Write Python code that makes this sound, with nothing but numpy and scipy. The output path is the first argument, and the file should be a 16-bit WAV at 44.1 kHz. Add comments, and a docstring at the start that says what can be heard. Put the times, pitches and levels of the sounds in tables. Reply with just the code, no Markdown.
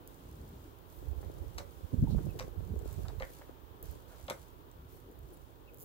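"""In a small quiet room, four fleshy leaves are snapped off a stem by hand, close to the microphones.
Each stalk gives way in a few wet cracks as its cells burst, and the freed blade springs back with a thud.
Sleeves and leaves rustle as they slide and tick as they catch; a sleeve creaks at the end.
The gripping hand makes a rumble, mostly on the right, with short dull bumps on the left.
Behind it all lie a soft room tone, a hiss and a faint electrical whine."""
import sys
import numpy as np
from scipy import signal
from scipy.fft import rfft, irfft, next_fast_len
from scipy.io import wavfile
from scipy.ndimage import uniform_filter1d

SR = 44100
rng = np.random.default_rng(int(sys.argv[2]) if len(sys.argv) > 2 else 0)


def wrap_up_sound(samples):
    """Save the sound to the file named by the first command line argument, as 16-bit audio."""
    columns = np.atleast_2d(samples).T
    # keep every value between -1 and 1, then stretch to whole-number steps
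    tamed = np.clip(columns, -1, 1)
    steps = np.round(tamed * 32767).astype(np.int16)
    wavfile.write(sys.argv[1], SR, steps)


N = 257544
T = np.arange(N) / SR

# Levels in the tables are relative: the functions turn each layer up or down as a whole.
# Tone of the room and the microphone hiss. Each row: frequency in Hz, level in dB.
AIR_COLOUR = [(120, 13.5), (200, 1), (219, -39), (240, 1), (293, -3), (315, 0), (446, -1.5), (677, -7),
              (957, -3.5), (1380, -9), (1540, -12), (1980, -18.5), (3300, -26), (9310, -31.5), (15500, -16)]
# Loudness of the room tone. Each row: time in seconds, level in dB.
AIR_LEVEL = [(0, -59.5), (4.2, -59.5), (5.84, -62.5)]
# How alike its two sides are. Each row: frequency in Hz, likeness from -1 (opposite) to 1 (the same).
AIR_LIKENESS = [(200, 0.9), (450, 0.69), (750, -0.078), (1200, -0.55), (2000, 0.0037), (15000, -0.062)]
# Which way it leans. 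Each row: frequency in Hz, left minus right in dB.
AIR_BALANCE = [(200, -14), (450, -3), (2000, -0.5), (3300, 24.5), (5200, 7.5), (9000, -1), (15000, 1.5)]
# A drifting electrical whine. Each row: time in seconds, pitch in Hz.
WHINE_PITCH = [(0, 14900), (2.3, 14650), (3.8, 14450), (5.84, 15200)]
# The room's echo. Each row: frequency in Hz, seconds to fade by 60 dB.
ECHO_FADE = [(300, 0.19), (1500, 0.21), (4000, 0.1), (15000, 0.32)]

# The grip tightens to work a leaf loose. Each row: start in seconds, length in seconds, level in dB.
GRIPS = [(.24, 0.34, -52), (.95, 0.68, -45.5), (1.96, 0.19, -30), (2.22, 0.28, -43), (2.57, 0.608, -40.5),
         (3.8, 0.11, -46), (5.19, 0.047, -49.5)]
# Tone of the rumble under a light and a firm grip. Each row: frequency in Hz, level in dB.
LIGHT_GRIP = [(25, -41), (45, 5), (64, -2), (100, -3), (150, -9), (250, -26.5), (450, -23.5), (900, -85)]
FIRM_GRIP = [(25, -4), (55, 0), (110, 3.5), (170, -7), (260, -18), (400, -22), (900, -74)]
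# The rumble reaches the left too. Each row: middle in seconds, half length in seconds, level in dB.
LEFT_SPREADS = [(0.457, 0.25, -1.5), (2.008, 0.023, -2.5), (2.103, .012, -15), (2.168, 0.014, -17),
                (2.74, 0.025, -7.5), (4.332, 0.098, -6), (4.814, 0.055, 3), (5.072, 0.045, -2),
                (5.227, 0.043, -5.5)]
# The hardest shoves of the hand. Each row: middle in seconds, level in dB, pitch in Hz.
SHOVES = [(1.086, -26.5, 69), (1.117, -27.5, 65), (1.181, -27, 64), (1.27, -30.5, 66.7), (1.414, -32, 67.6),
          (1.475, -31, 65), (1.567, -38, 68), (1.844, -28, 78), (1.941, -21.5, 113), (1.988, -21.5, 68),
          (2.033, -18.5, 105), (2.104, -24.5, 111), (2.133, -23, 115), (2.17, -17.5, 60),
          (2.286, -27.5, 84.5), (2.583, -24, 81), (2.625, -28.5, 66), (2.72, -26, 85.5), (2.771, -23, 67.5),
          (2.893, -28, 62), (2.985, -24, 87), (3.043, -30, 80), (3.093, -33, 70), (3.185, -32.5, 85),
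          (3.9, -33, 62), (4.241, -36.5, 70.4), (5.24, -40, 65)]
# Dull handling bumps. Each row: time in seconds, level in dB.
BUMPS = [(1.028, -34.5), (1.073, -42), (1.132, -36), (1.165, -42), (1.207, -36.5), (1.231, -39),
         (1.261, -42), (1.3, -28.5), (1.401, -45), (1.57, -38), (1.698, -44), (1.81, -37.5), (1.941, -29),
         (2.044, -28), (2.109, -30), (2.149, -24), (2.270, -27.5), (2.326, -36), (2.355, -31), (2.448, -35),
         (2.481, -30.5), (2.56, -37), (2.607, -32), (2.764, -28.5), (2.816, -32), (2.859, -27),
         (2.993, -38), (3.034, -38), (3.094, -33.5), (3.133, -36), (3.304, -36.5), (3.395, -38),
         (3.44, -42), (3.495, -31.5), (3.959, -39)]
# Skin and sleeve drag as the stem is turned. Each row: middle in seconds, half length in seconds,
# level in dB, centre frequency in Hz, left minus right in dB.
SCUFFS = [(.16, 0.054, -59, 280, 3), (.47, 0.17, -56.5, 237, 4.5), (.66, 0.022, -54, 294, 5),
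          (1.946, 0.015, -32, 200, -30), (1.942, 0.021, -43.5, 388, 20), (2.03, 0.0057, -18, 137.6, 9),
          (2.041, 0.0095, -27, 222, 2), (2.078, 0.015, -43, 270, 15), (2.15, 0.049, -29, 151.7, -21),
          (2.2, 0.035, -43.5, 364, 24), (2.262, 0.02, -31.5, 138, -30), (2.262, 0.016, -42.5, 355, 20),
          (2.363, 0.02, -45, 410, 23), (2.715, 0.035, -37, 155, -13), (2.735, 0.039, -45, 354, 16),
          (2.827, 0.034, -46.5, 373, 21), (4.94, 0.014, -54, 370, 13), (5.09, .05, -55.5, 370, 6),
          (5.325, 0.012, -49, 370, 13), (5.73, 0.018, -55, 397, 9)]

# Fingers and sleeves stroke the leaves. Each row: start in seconds, length in seconds, level in dB.
STROKES = [(.07, 0.61, -74.5), (.88, 0.2, -74.5), (1.15, 0.43, -74), (1.65, 0.57, -73.5),
           (2.07, 0.39, -71.5), (2.58, 0.77, -75.5), (2.84, 0.18, -68), (3.2, 0.18, -69.5),
           (3.826, 0.085, -67), (4.07, 0.35, -71), (4.88, 0.074, -74), (5.22, 0.25, -79)]
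# Tone of their rustle. Each row: frequency in Hz, level in dB.
RUSTLE_COLOUR = [(400, 0), (2000, 0), (3800, 2), (5200, .5), (7300, 1), (9500, -1), (13000, -.5),
                 (16000, -2.5)]
# A blade brushes the hand. Each row: middle in seconds, half length in seconds, level in dB, pitch in Hz.
BRUSHES = [(0.954, 0.071, -65.5, 13500), (2.117, 0.023, -62, 4000), (3.327, 0.064, -66, 13500),
           (4.95, 0.061, -65.5, 13800), (5.34, 0.016, -64.5, 11200), (5.825, .025, -59, 12500)]
# Faint squeaks. Each row: start in seconds, length in seconds, first and last pitch in Hz, level in dB.
SQUEAKS = [(2.069, 0.012, 874, 820, -37.5), (2.28, 0.047, 2850, 2390, -54), (5.662, 0.05, 2850, 2280, -54)]
# Fingers rub a leaf. Each row: middle in seconds, half length in seconds, level in dB.
RUBS = [(1.235, 0.011, -56), (2.185, 0.0095, -52), (2.882, 0.092, -62.5), (3.058, 0.0099, -50),
        (3.098, 0.015, -52.5), (3.419, 0.0072, -50.5), (3.495, 0.014, -58.5), (4.129, 0.03, -58),
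        (4.202, 0.0033, -46.5)]
# How a rubbed leaf rings. Each row: frequency in Hz, width in Hz, level in dB.
RUB_RING = [(570, 270, 6), (870, 530, 4), (1500, 550, -1.5)]
# Dry ticks of cloth and leaf edges. Each row: start in seconds, level in dB, ring pitch in Hz.
TICKS = [(0.076, -34, 13400), (0.3132, -45, 12000), (0.491, -44, 14900), (2.308, -42, 14000),
         (2.768, -53, 8300), (2.792, -44, 8200), (2.912, -45, 8500), (2.9245, -48, 12500),
         (2.9285, -40, 7200), (2.933, -44, 12000), (3.024, -46, 13500), (3.192, -46, 13000),
         (3.8278, -32.5, 14500), (3.829, -36, 13500), (3.913, -40, 13100), (4.276, -49, 12000),
         (4.715, -46, 8160), (5.1143, -46, 13800), (5.1907, -45, 15100), (5.3265, -54, 11500),
         (5.3735, -48, 8500), (5.7365, -49, 14500), (5.745, -42, 14000)]
# The ring all ticks share. Each row: frequency in Hz, width in Hz, level in dB.
TICK_RING = [(7650, 1700, -1.5), (11500, 4800, 4), (14500, 5500, 9.5)]

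# Leaf and stem spring back. Each row: start in seconds, level in dB, pitch in Hz, rise time in seconds.
THUDS = [(1.597, -40, 565, 0.00042), (1.6058, -40.5, 554, .0002), (2.4065, -36.5, 554, 0.00028),
         (2.4142, -36.5, 520, 0.00018), (3.2055, -31, 535, 0.0012), (3.226, -42.5, 510, .0002),
         (4.2845, -29.5, 553, 0.0022), (4.3085, -31.5, 555, 0.000091), (4.3219, -37, 549, .0005)]
# The tones they ring with. Each row: multiple of the pitch, level in dB, seconds to fade by 60 dB.
LEAF_TONES = [(.45, -13, .04), (1, 0, .075), (1.55, -11, .035), (2.19, -14, .045)]
# How a breaking stalk rings. Each row: frequency in Hz, width in Hz, level in dB.
STALK_RING = [(810, 440, 3.5), (1230, 180, 7), (1710, 1200, -2), (2940, 920, -7.5), (3700, 430, -10),
              (6000, 1160, -5), (7830, 1100, -6.5), (11500, 2000, -9), (14000, 2500, -9)]
# Each stalk tears, cracks through and loses its last fibres. 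Each row: start in seconds, level in dB,
# treble limit in Hz, ring pitch in Hz, ring level in dB, fade time in seconds.
CRACKS = [(1.5795, -36, 15000, 4040, 5, .0009), (1.583, -25, 15000, 5150, 2.5, 0.00086),
          (1.5873, -30.5, 11000, 4000, 6, 0.0008), (2.39, -36, 16000, 14000, 0, 0.0011),
          (2.392, -32.5, 5500, 3900, -3, .0016), (2.3968, -24.5, 6000, 3970, 1, 0.00077),
          (2.4254, -38, 12000, 3520, 2, .0008), (3.083, -37.5, 5900, 4230, 6.5, 0.0012),
          (3.199, -41, 4000, 4200, -1, .004), (3.2214, -32, 4000, 3950, 3, 0.00085),
          (3.2227, -25.5, 2300, 1860, 15, .0011), (3.2308, -33.5, 2200, 1940, 12, 0.0021),
          (4.2814, -35.5, 4500, 3470, 2, 0.003), (4.2992, -23, 15500, 3700, 2, .0011),
          (4.3001, -29, 12000, 7350, 0, 0.0012), (4.3043, -34.5, 15000, 3800, 5, .002),
          (4.3088, -29, 1150, 1190, 2, 0.0013), (4.32, -42, 7000, 3700, 0, .0015)]


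def from_db(db):
    """Turn decibels into a number to multiply by."""
    return 10 ** (np.asarray(db) / 20)


def rms_one(x):
    """Scale a sound so that its average power is 1."""
    return x / np.sqrt(np.mean(x ** 2) + 1e-20)


def at_hz(points, hz):
    """Read between the rows of a table, with every octave equally wide."""
    points = np.array(points)
    return np.interp(np.log(np.maximum(hz, 1)), np.log(points[:, 0]), points[:, 1])


def cut(x, hz, kind, order=2):
    """Filter a sound, keeping its "low" part, its "high" part or a "band"."""
    sections = signal.butter(order, np.clip(hz, 10, .45 * SR), kind, fs=SR, output="sos")
    return signal.sosfilt(sections, x + 1e-18)


def resonate(x, rings):
    """Make a sound ring at several frequencies, with every second ring flipped in sign."""
    out = 0
    for k, (hz, width, db) in enumerate(rings):
        r = np.exp(-np.pi * width / SR)
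        ring = signal.lfilter([1, 0, -1], [1, -2 * r * np.cos(2 * np.pi * hz / SR), r * r], x + 1e-18)
        out = out + (-1) ** k * from_db(db) * (1 - r * r) / 2 * ring
    return out


def noise(colour):
    """Noise whose tone follows rows of frequency and level."""
    size = next_fast_len(N)
    hz = np.arange(size // 2 + 1) * SR / size
    spectrum = rfft(rng.standard_normal(size)) * from_db(at_hz(colour, hz))
    return rms_one(irfft(spectrum, size)[:N])


def wander(hz):
    """A slow random wobble, mostly below the given rate."""
    return noise([(hz, 0), (4 * hz, -40), (20 * hz, -120)])


def jerks(samples, per_s):
    """Tiny clicks of random size at random times."""
    return rng.standard_normal(samples) * (rng.random(samples) < per_s / SR)


def even(x, span_s):
    """Hold the short-time level of a noise at 1."""
    return x / np.sqrt(uniform_filter1d(x * x, max(int(span_s * SR), 2)) + 1e-6)


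def hump(t, half_s):
    """A smooth rise and fall that peaks where t is zero."""
    return np.exp(-np.square(t / half_s))


def swells(rows, rest_db, attack_s, release_s):
    """Level in dB of movements that set in, hold and die away over a resting level."""
    power = from_db(rest_db) ** 2
    for s, length_s, db in rows:
        shape = np.clip((T - s) / attack_s, 0, 1) * np.exp(-np.maximum(T - s - length_s, 0) / release_s)
        power = power + (from_db(db) * shape) ** 2
    return 10 * np.log10(power)


def burst(length_s, after_db=1):
    """One sharp snap, then a quick run of tiny ones that dies away."""
    t = T[:SR // 25]
    after = even(rng.standard_normal(len(t)), span_s=.0005) * np.exp(-t / length_s)
    sound = (t == 0) + from_db(after_db) * np.sqrt(length_s / .001) * after / np.linalg.norm(after)
    return sound / np.linalg.norm(sound)


def add(track, s, sound):
    """Mix a sound into a track, starting at s seconds."""
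    start = int(np.clip(round(s * SR), 0, N - 1))
    track[start:start + len(sound)] += sound[:N - start]


def place(x, lead_s, pan_db):
    """Two spaced microphones: the left one hears earlier by lead_s and louder by pan_db."""
    return np.array([x * from_db(pan_db / 2), np.interp(T - lead_s, T, x) * from_db(-pan_db / 2)])


def room(x, gap_s=0.004):
    """The walls return a short blur of echoes; each frequency band fades at its own speed."""
    t, tail = T[:SR // 2], 0
    edges = np.geomspace(200, 16000, 8)
    for low, high in zip(edges, edges[1:]):
        band = cut(rng.standard_normal((2, len(t))), [low, high], "band")
        tail = tail + band * from_db(-60 * t / at_hz(ECHO_FADE, np.sqrt(low * high)))
    tail = rms_one(tail * np.clip(t / gap_s - .5, 0, 1)) / np.sqrt(len(t))
    return signal.fftconvolve(x[None], tail, axes=1)[:, :N]


def air(level_db=1.58, low_hz=220):
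    """Room tone, alike on both sides in the lows, under the microphones' own hiss."""
    hz = np.arange(N // 2 + 1) * SR / N
    alike = np.clip(at_hz(AIR_LIKENESS, hz), -1, 1)
    sides = np.array([[1], [-1]])
    shared = np.sqrt(1 + alike) * rfft(noise(AIR_COLOUR))
    opposed = sides * np.sqrt(1 - alike) * rfft(noise(AIR_COLOUR))
    both = irfft((shared + opposed) * from_db(sides * at_hz(AIR_BALANCE, hz) / 2), N)
    gain = from_db(np.interp(T, *np.transpose(AIR_LEVEL)) + level_db)
    return gain * rms_one(cut(both, low_hz, "high", order=4))


def whine(level_db=-81):
    """A thin electrical tone that drifts in pitch."""
    hz = np.interp(T, *np.transpose(WHINE_PITCH))
    return from_db(level_db) * np.sin(2 * np.pi * np.cumsum(hz) / SR)


def nudges(grip_db, count=130, gap_s=.075, pitch_hz=70.8, above_db=3.5, top_db=-38.5, spread_db=3.5):
    """The fingers shift at uneven times, harder when the grip is firm; gives rows like SHOVES."""
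    gap, size, pitch = rng.standard_normal((count, 3)).T
    s = np.cumsum(gap_s * np.exp(.45 * gap))
    db = np.minimum(np.interp(s, T, grip_db) + above_db, top_db) + spread_db * size
    return [row for row in zip(s, db, pitch_hz * np.exp(.12 * pitch)) if row[0] < T[-1]]


def thumps(shoves, level_db=-1, cycles=0.99, grit_db=-13, sag_db=-12):
    """Each shove is a couple of slow swings over a slower sag; slipping skin adds grit above them."""
    out, t = np.zeros(N), T[:SR // 8] - 1 / 16
    for s, db, hz in shoves:
        sway = np.sin(2 * np.pi * (hz * t + rng.random()))
        sag = from_db(sag_db) * np.sin(np.pi * hz * t) * rng.choice([-1, 1])
        slip = cut(rng.standard_normal(len(t)), [1.4 * hz, 2.41 * hz], "band", order=3)
        grit = from_db(grit_db) * np.square(hz / 100) * even(slip, span_s=.015)
        add(out, s + t[0], from_db(db + level_db) * hump(t, cycles / hz) * (sway + sag + grit))
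    return out


def rumble(grip_db, shoves, firm_from_db=-42, firm_range_db=11, flutter_db=-9, flutter_top_db=-47,
           uneven_db=3.0, left_db=-1):
    """A firmer grip gives a louder, fuller rumble; the left mostly hears only its fluttering top."""
    firmness = np.clip((grip_db - firm_from_db) / firm_range_db, 0, 1)
    light, firm = np.sqrt(1 - firmness), np.sqrt(firmness)
    rumbles = []
    for _ in range(2):
        pushes = thumps(shoves)
        hold = even(light * noise(LIGHT_GRIP) + firm * noise(FIRM_GRIP), span_s=0.047)
        rumbles.append(pushes + from_db(grip_db) * hold)
    right, other = rumbles
    spread = sum(from_db(db) * np.exp(-((T - s) / half_s) ** 4) for s, half_s, db in LEFT_SPREADS)
    flutter = cut(cut(rng.standard_normal(N), 292, "high", order=6), 416, "low", order=3)
    flutter_gain = from_db(np.minimum(grip_db, flutter_top_db) + flutter_db + uneven_db * wander(11.8))
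    left = from_db(left_db) * spread * (light * right + firm * other) + flutter_gain * rms_one(flutter)
    return np.array([left, right])


def scuffs(slips_per_s=400, band_ratio=1.29):
    """Skin and sleeve drag in a close run of soft slips, heard as a dull, rolling rub."""
    out, t = np.zeros((2, N)), T[:SR // 2] - 1 / 4
    for s, half_s, db, hz, pan_db in SCUFFS:
        slips = cut(jerks(len(t), slips_per_s), [hz / band_ratio, hz * band_ratio], "band", order=3)
        rub = from_db(db) * hump(t, half_s) * even(rms_one(slips), span_s=0.0242)
        sides = from_db([pan_db / 2, -pan_db / 2])
        for track, gain in zip(out, sides / sides.max()):
            add(track, s + t[0], gain * rub)
    return out


def bumps(level_db=-4.5, low_hz=270, high_hz=480):
    """Soft, short handling knocks on the left, with the bass taken out."""
    click = 1. * (T[:SR // 20] == 0)
    knock = cut(cut(click, low_hz, "high", order=6), high_hz, "low", order=4)
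    out, crest = np.zeros((2, N)), np.argmax(abs(knock))
    for s, db in BUMPS:
        add(out[0], s - crest / SR, from_db(db + level_db) * knock / knock[crest] * rng.choice([-1, 1]))
    return out


def handling():
    """The grip drives the rumble and the nudges; scuffs and bumps ride on top."""
    grip_db = swells(GRIPS, rest_db=-53.5, attack_s=0.013, release_s=0.069)
    return rumble(grip_db, SHOVES + nudges(grip_db)) + scuffs() + bumps()


def rustle(wide_db=4.5, near_db=-2, catches_per_s=220, size_db=10.0, grain_low_hz=4500):
    """Sliding over the leaves gives a soft hiss with small catches scattered through it."""
    sizes = from_db(size_db * np.minimum(rng.exponential(1, N), 3)) * rng.choice([-1, 1], N)
    catches = sizes * (rng.random(N) < catches_per_s / SR)
    grains = rms_one(cut(signal.fftconvolve(catches, burst(0.0024))[:N], grain_low_hz, "high"))
    near = from_db(near_db) * cut(noise(RUSTLE_COLOUR), 7700, "high") + grains
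    wide = from_db(wide_db) * np.array([noise(RUSTLE_COLOUR), noise(RUSTLE_COLOUR)])
    gain = from_db(swells(STROKES, rest_db=-82.0, attack_s=0.016, release_s=0.091))
    return gain * (place(near, lead_s=-0.000411, pan_db=-4.0) + wide)


def brushes(width_share=0.15):
    """Each blade hisses around a pitch of its own as it slides past the hand."""
    out = 0
    for s, half_s, db, hz in BRUSHES:
        hiss = resonate(rng.standard_normal((2, N)), [(hz, width_share * hz, 0)])
        out = out + from_db(db) * hump(T - s, half_s) * rms_one(hiss)
    return out


def squeaks(level_db=-1, waver=0.033, room_db=-6):
    """Short, thin falling tones with a rough pitch, a little blurred by the room."""
    out = np.zeros(N)
    for s, length_s, start_hz, end_hz, db in SQUEAKS:
        glide = np.linspace(start_hz, end_hz, int(length_s * SR))
        wobble = rms_one(cut(rng.standard_normal(SR // 4), 250, "low"))[:len(glide)]
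        tone = np.sin(2 * np.pi * np.cumsum(glide * (1 + waver * wobble)) / SR)
        add(out, s, from_db(db + level_db) * np.hanning(len(tone)) * tone)
    return .5 * (place(out, lead_s=.0001, pan_db=1.0) + from_db(room_db) * room(out))


def rubs(level_db=-2, slips_per_s=900):
    """Skin slips over the waxy blade in many small jerks."""
    stroke = sum(from_db(db + level_db) * hump(T - s, half_s) for s, half_s, db in RUBS)
    return stroke * even(resonate(jerks(N, slips_per_s), RUB_RING), span_s=0.018)


def creak(count=10, start_s=5.7735, first_gap_s=.0117, last_gap_s=.0052, peak_db=-38.5, swell_db=4):
    """A sleeve sticks and slips, quickening to a buzz, loudest midway; gives rows like TICKS."""
    k = np.arange(count)
    gaps = last_gap_s + (first_gap_s - last_gap_s) * .55 ** k
    db = peak_db - swell_db * np.square(2 * k / count - 1)
    ring_hz = rng.uniform(10600, 14500, count)
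    return list(zip(start_s + np.cumsum(gaps) - gaps, db, ring_hz))


def stray_ticks(count=20, db=-54, spread_db=2):
    """Leaf edges touch faintly at random times; gives rows like TICKS."""
    return [(rng.uniform(0, T[-1]), rng.normal(db, spread_db), rng.uniform(7000, 15000))
            for _ in range(count)]


def ticks(level_db=2, length_s=0.00074, ring_width_hz=2600, ring_db=3, low_edge_share=0.42):
    """Taut cloth and leaf edges catch and let go; the higher the ring, the thinner the tick."""
    out = np.zeros(N)
    for s, db, ring_hz in TICKS + creak() + stray_ticks():
        slip = burst(length_s)
        ring = resonate(slip, TICK_RING) + resonate(slip, [(ring_hz, ring_width_hz, ring_db)])
        sound = cut(ring, low_edge_share * ring_hz, "high")
        add(out, s, from_db(db + level_db) * sound / np.max(abs(sound)))
    return out


def thuds(caught_s=0.0047, still_ringing_db=-3.5, flap_db=-15.0, flap_s=0.0099):
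    """The blade springs free with a noisy flap; the fingers catch it at once and soften its ring."""
    out, t = np.zeros(N), T[:SR // 4]
    for s, db, hz, rise_s in THUDS:
        ring = 0
        for ratio, tone_db, fade_s in LEAF_TONES:
            fade = from_db(tone_db + rng.normal(0, 1.5) - 60 * t / fade_s)
            ring = ring + fade * np.sin(2 * np.pi * hz * ratio * t)
        damping = np.maximum(np.exp(-t / caught_s), from_db(still_ringing_db))
        flap_noise = rms_one(cut(rng.standard_normal(len(t)), [400, 1400], "band"))
        flap = from_db(flap_db) * np.exp(-t / flap_s) * flap_noise
        add(out, s, from_db(db) * (ring * damping + flap) * (1 - np.exp(-t / rise_s)))
    return out


def splinters(level_db=-9, per_s=700, decay_s=0.0032):
    """Single fibres part just after a crack, ever more faintly."""
    t = T[:SR // 25]
    fibres = jerks(len(t), per_s) * np.exp(-t / decay_s)
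    return from_db(level_db) * fibres / (np.linalg.norm(fibres) + 1e-9)


def cracks(level_db=5, width_share=0.15):
    """Juicy cells burst in bundles, each with its own ring and splinters; thick, wet ones sound duller."""
    out = np.zeros(N)
    for s, db, treble_hz, ring_hz, ring_db, length_s in CRACKS:
        stalk = resonate(burst(length_s) + splinters(), STALK_RING)
        snap = burst(length_s) * rng.choice([-1, 1])
        bundle = resonate(snap, [(ring_hz, width_share * ring_hz, ring_db)])
        # the bundle lets go a moment after the first break
        sound = cut(stalk + np.roll(bundle, SR // 2500), treble_hz, "low")
        # at the same level, a longer crack carries more energy
        strength = np.sqrt(np.sum(sound ** 2) / (length_s * SR))
        add(out, s, from_db(db + level_db) * sound / strength / 4)
    return out


def scene(crack_room_db=-6, leaf_room_db=-5, tick_room_db=-11, wall_hz=14000):
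    """Mix all the layers: the stalks crack a little to the left, the sleeve ticks to the right."""
    crack, leaf, tick = cracks(), thuds() + rubs(), ticks()
    direct = (place(crack, lead_s=0.000276, pan_db=4.0)
              + place(leaf, lead_s=.0001, pan_db=-1.5)
              + place(tick, lead_s=-0.000272, pan_db=-3.0))
    echo = room(from_db(crack_room_db) * cut(crack, wall_hz, "low", order=1)
                + from_db(leaf_room_db) * leaf + from_db(tick_room_db) * tick)
    return direct + echo + rustle() + brushes() + squeaks() + handling() + air() + whine()


def record(dry):
    """Cut away the deepest bass and the very highest treble."""
    low_hz, high_hz = 22, 15750
    steep_cut = signal.ellip(12, .1, 80, high_hz, fs=SR, output="sos")
    return signal.sosfilt(steep_cut, cut(dry, low_hz, "high"))


dry = scene()
out = record(dry)
wrap_up_sound(out)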